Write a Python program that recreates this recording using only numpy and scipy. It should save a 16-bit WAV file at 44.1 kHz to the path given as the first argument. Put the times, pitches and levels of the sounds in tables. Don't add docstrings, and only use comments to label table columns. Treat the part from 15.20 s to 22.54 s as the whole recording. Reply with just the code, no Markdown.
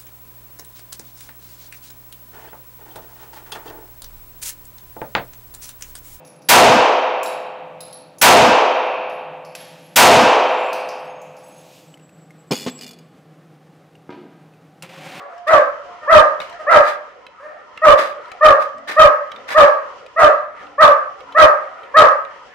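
import sys
import numpy as np
from scipy import signal
from scipy.fft import rfft, irfft
from scipy.io import wavfile
from scipy.ndimage import uniform_filter1d

SR = 44100
rng = np.random.default_rng(int(sys.argv[2]) if len(sys.argv) > 2 else 0)


def dump_mix(stems):
    frames = np.atleast_2d(stems).T
    limited = np.clip(frames, -1, 1)
    pcm = np.round(limited * 32767).astype(np.int16)
    wavfile.write(sys.argv[1], SR, pcm)


N = 323694
T = np.arange(N) / SR


def undb(db):
    return 10 ** (np.asarray(db) / 20)


def unit(x):
    return x / np.sqrt(np.mean(x ** 2))


def band(x, hz, width_hz):
    return signal.lfilter(*signal.iirpeak(hz, hz / width_hz, SR), x)


def coloured(spectrum):
    hz, db = np.transpose(spectrum)
    log_bins = np.log(np.fft.rfftfreq(N, 1 / SR) + 1)
    gain = undb(np.interp(log_bins, np.log(hz), db))
    return unit(irfft(rfft(rng.standard_normal(N)) * gain, N))


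def coloured_pair(spectrum):
    return np.array([coloured(spectrum), coloured(spectrum)])


def walk(rate_hz):
    window = max(int(SR / rate_hz), 2)
    once = uniform_filter1d(rng.standard_normal(N), window)
    return unit(uniform_filter1d(once, window))


# centre in Hz, width in Hz, level in dB before wavering.
DIN_BANDS = [(560, 200, -2), (740, 250, -2), (980, 300, -1), (1230, 300, -2), (1700, 500, -10)]
WAVER_DB, WAVER_HZ = 3.5, 18.6


def kennel_wash():
    noise = rng.standard_normal((3, N))
    noise = 0.8 * noise[0] + 0.78 * noise[1:]
    wash = 0
    for hz, width_hz, db in DIN_BANDS:
        waver = undb(db + WAVER_DB * walk(WAVER_HZ))
        wash = wash + waver * band(band(noise, hz, width_hz), hz, width_hz)
    return unit(wash)


# frequency in Hz, relative density in dB per Hz.
RUSTLE_SPECTRUM = [(1500, -4), (2200, -8.5), (3100, 0), (3600, -13), (5500, -11), (7000, -18.5),
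                   (15000, -58.5)]


def rustle():
    return coloured_pair(RUSTLE_SPECTRUM) * undb(2 * walk(25))


# frequency in Hz, relative density in dB per Hz.
AIR_SPECTRUM = [(20, -20), (60, -2.5), (150, -6), (300, -2), (500, -23.5), (2000, -39.5), (15000, -66.5)]
AIR_DB = -60.5


def outdoor_air():
    return coloured_pair(AIR_SPECTRUM) * undb(AIR_DB + 2 * walk(2.4))


# time in seconds, barking wash level in dB, rustle level in dB, both ahead of the final gain.
DIN = [(0, -31, -74), (.2, -44, -52), (.7, -38.5, -50.5), (1.35, -37.5, -45), (1.9, -35.5, -54.5),
       (2.05, -41.5, -55), (2.31, -40, -64), (2.45, -39.5, -54.5), (2.6, -38.5, -50), (3.101, -35.5, -51.5),
       (3.619, -49, -49.5), (4.2, -35.5, -50), (4.851, -37, -48.5), (5.3, -41.5, -62), (5.43, -32, -48),
       (5.57, -42.5, -57), (6.05, -36, -49.5), (6.65, -34.5, -55), (7.148, -37, -51), (7.34, -41, -51.5)]


def din():
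    s, wash_db, rustle_db = np.transpose(DIN)
    wash = kennel_wash() * undb(np.interp(T, s, wash_db))
    return wash + rustle() * undb(np.interp(T, s, rustle_db)) + outdoor_air()


# centre in Hz, time to fall 60 dB in seconds before each source scales it.
PATIO = [(300, 0.42), (600, 0.71), (1200, 0.79), (2400, 0.59), (5000, 0.39), (10000, 0.39)]


def patio(x, first_s, build_s, ring_scale, alike_hz=850):
    t = T[:SR // 2]
    swarm = 0
    for hz, t60 in PATIO:
        decay = undb(-60 * t / (ring_scale * t60))
        swarm = swarm + band(rng.standard_normal((2, len(t))), hz, hz * 0.82) * decay / np.sqrt(hz)
    swarm = swarm * (1 - np.exp(-np.maximum(t - first_s, 0) / build_s))
    mid, side = swarm / np.sqrt(np.sum(swarm[0] ** 2))
    side = signal.lfilter(*signal.butter(2, alike_hz, "high", fs=SR), side)
    heard = np.flatnonzero(x)
    a, b = heard[0], heard[-1] + 1
    out = np.zeros((2, N + len(t)))
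    out[:, a:b + len(t) - 1] = signal.fftconvolve(x[None, a:b], np.array([mid + side, mid - side]), axes=1)
    return out[:, :N]


# frequency in Hz, width in Hz, level in dB.
STANDING = [(575, 39, -10.5), (610.4, 13, 1.5), (1095, 27, -9.5), (1100, 3.9, -24.5), (1790, 4.2, -27)]


def standing_waves(x):
    return sum(undb(db) * band(x, hz, width_hz) for hz, width_hz, db in STANDING)


def play(calls, fade_s):
    rows = np.concatenate(calls)
    rows = rows[np.argsort(rows[:, 0])]
    gate = np.zeros(N)
    for call in calls:
        start, end = call[0][0], call[-1][0]
        opening = np.minimum((T - start) / 0.0068, (end - T) / fade_s + 1)
        gate = np.maximum(gate, np.clip(opening, 0, 1))
    return gate, [np.interp(T, rows[:, 0], column) for column in rows[:, 1:].T]


# centre in Hz, width in Hz, relative level in dB.
THROAT = [(518, 160, -1), (810, 45, 7.5), (1142, 545, 5), (1610, 220, 11.5), (1922, 1300, 3),
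          (2506, 450, -20.5), (3570, 3700, -10)]
MOUTH_HZ = 430


def voice(calls, rasp_db=-6, fourth_db=-22):
    gate, (hz, db, second_db, third_db, hoarse) = play(calls, fade_s=0.018)
    hoarse = np.clip(hoarse, 0, 1)
    phase = 2 * np.pi * np.cumsum(hz * (1 + 0.04254 * hoarse * walk(432))) / SR
    harmonics_db = (0 * db, second_db, third_db, third_db + fourth_db)
    tone = sum(undb(d) * np.sin(k * phase + k * k * 0.4) for k, d in enumerate(harmonics_db, 1))
    tone = tone * (1 + hoarse * (0.58 * walk(430) + 0.4 * np.cos(phase / 2)))
    air = rng.standard_normal(N) * (1 + np.cos(phase))
    rasp = unit(sum(undb(d) * band(band(air, f, width), f, width) for f, width, d in THROAT))
    rasp = undb(rasp_db + np.maximum(second_db, 0)) * rasp
    sound = gate * undb(db) * (np.sqrt(2) * tone + hoarse * rasp)
    return signal.sosfilt(signal.butter(3, MOUTH_HZ, "high", fs=SR, output="sos"), sound)


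# start in seconds, length in seconds, first, middle and last pitch in Hz, level in dB before
# the swell and the mix, second and third harmonic in dB against the first.
FAR_BARKS = [(0, 0.061, 575, 566.7, 574, -38, -1, -10), (.09, 0.19, 643, 707, 682, -40.5, -27.5, -42),
             (0.615, 0.13, 661, 712, 698.4, -43.5, -18, -32), (0.814, 0.078, 602, 610.7, 596, -39, 1.5, -1),
             (1.295, 0.059, 670, 701.2, 695.9, -37, -9, -30),
             (1.387, .07, 620, 623.5, 612.4, -30.5, -3.5, -11.5),
             (2.194, 0.176, 510, 613, 588.4, -37.5, -7, -8.5),
             (3.56, 0.079, 605, 636.3, 687, -39.5, -9, -10.5),
             (3.668, 0.063, 610, 595, 598.7, -38, 1.5, 3.5)]
# dB added at its start, middle and end.
FAR_SWELL_DB = (-9, 0, -14)
FAR_MIDDLE_SHARE, FAR_HOARSE = 0.3, 0.387


def far_bark(s, length_s, first_hz, middle_hz, last_hz, db, second_db, third_db):
    shares = (0, FAR_MIDDLE_SHARE, 1)
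    pitches = (first_hz, middle_hz, last_hz)
    return [(s + share * length_s, hz, db + swell_db, second_db, third_db, FAR_HOARSE)
            for share, hz, swell_db in zip(shares, pitches, FAR_SWELL_DB)]


def ring(events, modes, push_s, scatter_db):
    out, t = np.zeros((2, N)), T[:SR // 4]
    chance = rng.standard_normal((len(events), 2, len(modes)))
    rattle = rng.standard_normal((len(events), len(t))) * np.exp(-t / push_s)
    hz, db, t60 = np.transpose(modes)[:, :, None]
    for (s, peak_db, pan_db, treble_db), (size, tune), push in zip(events, chance[..., None], rattle):
        strength_db = db + scatter_db * size + treble_db * (hz > 4000)
        partials = undb(strength_db - 60 * t / t60) * np.sin(2 * np.pi * hz * (1 + 0.044 * tune) * t)
        blow = signal.fftconvolve(push, partials.sum(0))[:len(t)]
        blow = blow / np.abs(blow).max()
        sides = undb(peak_db + pan_db / 2 * np.array([[1], [-1]]))
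        i = int(s * SR)
        out[:, i:i + len(t)] += (sides * blow)[:, :N - i]
    return out


# time in seconds, peak in dB before the mix, left minus right in dB, boost above 4 kHz in dB.
THUDS = [(3.539, -42, 0, 0), (4.139, -43, 4, 0), (5.408, -45, 0, 0), (6.04, -48, 0, 0)]
# frequency in Hz before detuning, level in dB before scatter, time to fall 60 dB in seconds.
TABLE_MODES = [(136.8, -4.5, 0.89), (232, 9.5, 0.45), (275, 7.5, 1), (397, 9.5, 0.023)]


def paw_thuds():
    return ring(THUDS, TABLE_MODES, push_s=0.03, scatter_db=3)


# time in seconds, peak in dB before the mix, left minus right in dB, boost above 4 kHz in dB.
CLINKS = [(0.1794, -41.5, 6, -1), (1.2017, -20, 12, -38), (1.2164, -23, -7, -41), (1.2974, -34, 2, -1),
          (1.3269, -30, -2, -35), (2.0657, -26, -5, -31), (2.575, -22, -5, -33), (3.0145, -48, -4, -28),
          (3.057, -47, -27, -25), (3.0814, -49, -16, 38), (3.1168, -26, 8.5, -10), (3.5823, -36, 0, 1),
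          (4.1175, -22.5, -6, -41), (4.1614, -30, -13, -32.5), (4.8633, -32, 6, -9), (5.468, -39, -17, -36),
          (6.0057, -31.5, -5, -22), (6.124, -30, 1, -23), (6.6333, -34, -5, -21), (7.0494, -35.5, 18, -26)]
# frequency in Hz before detuning, level in dB before scatter, time to fall 60 dB in seconds.
CHAIN_MODES = [(1750, -8, .02), (2280, 0, .025), (2620, -3, .02), (3000, 0, .025), (3400, -5, .02),
               (3850, -4, .02), (4400, -2, .015), (4900, -3, .015), (5600, -5, .012), (6500, -6, .012),
               (7500, -5, .012)]


def chain_clinks():
    return ring(CLINKS, CHAIN_MODES, push_s=0.004, scatter_db=3)


# start in seconds, rise in seconds, fall in seconds, top level in dB before grit and mix.
GRITTY_NOISES = [(.268, 0.015, 0.065, -30.5), (1.199, 0.0052, .12, -37), (1.63, 0.06, 0.078, -30),
                 (2.77, 0.024, 0.13, -24.5), (3.39, 0.034, 0.068, -36.5), (3.672, 0.024, 0.1, -27),
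                 (4.275, 0.047, 0.072, -27.5)]
# frequency in Hz, relative density in dB per Hz.
GRIT_SPECTRUM = [(88, -55.5), (150, -20.5), (589, -2.5), (918, -5.5), (1400, -8.5), (1510, -1), (2140, -3),
                 (10000, -44), (15000, -46.5)]
# centre in Hz, width in Hz, relative level in dB.
BOARDS = [(1220, 120, 0), (1420, 120, -1), (1790, 200, -1), (3500, 110, -5), (3890, 110, -7),
          (4690, 120, -10)]
BOARDS_DB, GRIT_DB = -3, 1.5
GRIT_START_DB, GRIT_END_DB = -11.5, -24


def gritty_noises():
    strokes = [[(s, db + GRIT_START_DB), (s + rise, db), (s + rise + fall, db + GRIT_END_DB)]
               for s, rise, fall, db in GRITTY_NOISES]
    gate, (level_db,) = play(strokes, fade_s=0.02)
    grit = gate * undb(level_db + GRIT_DB * walk(330))
    push = rng.standard_normal((2, N))
    boards = unit(sum(undb(d) * band(push, hz, width) / np.sqrt(width) for hz, width, d in BOARDS))
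    apart = coloured_pair(GRIT_SPECTRUM) + undb(BOARDS_DB) * boards
    return grit * (0.54 * coloured(GRIT_SPECTRUM) + 2.05 * apart)


# start in seconds, then break, loudest point and length in seconds after it, first, top and last
# pitch in Hz before hoarse scatter, base level in dB, opening level in dB added before the loudest point,
# second and third harmonic offsets in dB, hoarseness 0-1 before the curve below.
BARKS = [(0.265, 0.0331, 0.077, 0.14, 563.8, 666.7, 513.7, -9, -9, 0, 3.5, 0.63),
         (0.873, 0.03235, 0.093, .134, 522.4, 670.8, 531.6, -5.5, -10, 0.5, 3, .55),
         (1.464, .04, 0.097, .14, 532.2, 688.6, 543.5, -10, -8, 1, 5, 0.79),
         (2.616, 0.0246, 0.069, 0.11, 600, 640.8, 538, -7, -9, 1, 2.5, .6),
         (3.207, 0.03045, 0.067, 0.12, 575, 633.6, 526.8, -8.5, -4.5, 2.5, 1.5, 0.54),
         (3.762, 0.0266, .06, .115, 565, 645.4, 537, -8.5, -3.5, 1.5, 1, 0.49),
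         (4.344, 0.025, 0.064, 0.12, 550.2, 637.8, 532.6, -7, -6, 1, 1, 0.59),
         (4.96, 0.0267, .075, .115, 584.8, 669.8, 532.8, -9, -9.5, 2, 3.5, 0.76),
         (5.579, 0.0298, 0.067, .12, 545.3, 646.8, 521.5, -10, -5, 4, 2.5, 0.58),
         (6.146, 0.03075, 0.082, 0.12, 550, 667.5, 523.6, -9.5, -7.5, 3, 4.5, 0.61),
         (6.739, 0.0311, 0.081, 0.12, 518.7, 645, 511.5, -11, -4, 4, 6.5, 0.68)]
SAG_SHARE = (.15, .45)
# at its start, after the attack, at the break, once broken, loudest and end.
# Level in dB added to the base, second and third harmonics in dB added to their offsets, hoarseness factor.
SWELL_DB = (-7.5, -5.5, 1.5, 1, 0.5, -14)
SECOND_DB = (0, 2, 2, 2, -3, -6)
THIRD_DB = (-13.5, -0.5, -8, -13, -18, -7)
HOARSE_SHARE = (0.035, 0.016, 0.35, 1.33, 0.88, 0.411)
ATTACK_S, BREAK_S = 0.016, 0.012


def bark(s, break_s, loudest_s, length_s, first_hz, top_hz, last_hz, db, opening_db, second_db, third_db, hoarse):
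    times = s + np.array([0, ATTACK_S, break_s, break_s + BREAK_S, loudest_s, length_s])
    sag_hz = top_hz + np.array([0, *SAG_SHARE, 1]) * (last_hz - top_hz)
    hz = np.interp(times, np.delete(times, 1), [first_hz, *sag_hz])
    level_db = db + np.array(SWELL_DB) + opening_db * (times < s + loudest_s)
    return np.transpose([times, hz, level_db, second_db + np.array(SECOND_DB),
                         third_db + np.array(THIRD_DB), hoarse * np.array(HOARSE_SHARE)])


KNOCK_ECHO_DB, ECHO_DB = -12, -3.5


def near_echoes(near):
    turn = np.searchsorted([row[0] for row in BARKS], T, side="right")
    return sum(patio(near * (turn == k), first_s=0.0077, build_s=0.00067, ring_scale=0.64)
               for k in range(len(BARKS) + 1))


def scene():
    dog = voice([bark(*row) for row in BARKS])
    far = voice([far_bark(*row) for row in FAR_BARKS])
    knocks = chain_clinks() + paw_thuds() + gritty_noises()
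    straight = np.array([signal.lfilter([0.4], [1, -0.6], dog), np.roll(dog, 4)])
    echoes = undb(ECHO_DB) * near_echoes(dog + undb(KNOCK_ECHO_DB) * knocks.mean(0))
    echoes = echoes + standing_waves(straight)
    echoes = echoes + undb(ECHO_DB) * patio(far, first_s=0.0043, build_s=0.0058, ring_scale=0.95)
    echoes = echoes * undb(np.array([[-0.7], [0.7]]))
    return undb(2.0) * straight + undb(2.5) * far + knocks + echoes + din()


SOFT_KNEE, TOP_HZ = 14, 16000


def record(dry):
    loud = undb(-3.0) * dry
    clipped = loud / (1 + np.abs(loud) ** SOFT_KNEE) ** (1 / SOFT_KNEE)
    clipped = signal.lfilter(*signal.butter(1, 12, "high", fs=SR), clipped)
    return signal.sosfilt(signal.ellip(8, 0.1, 60, TOP_HZ, fs=SR, output="sos"), clipped)


dry = scene()
out = record(dry)
dump_mix(out)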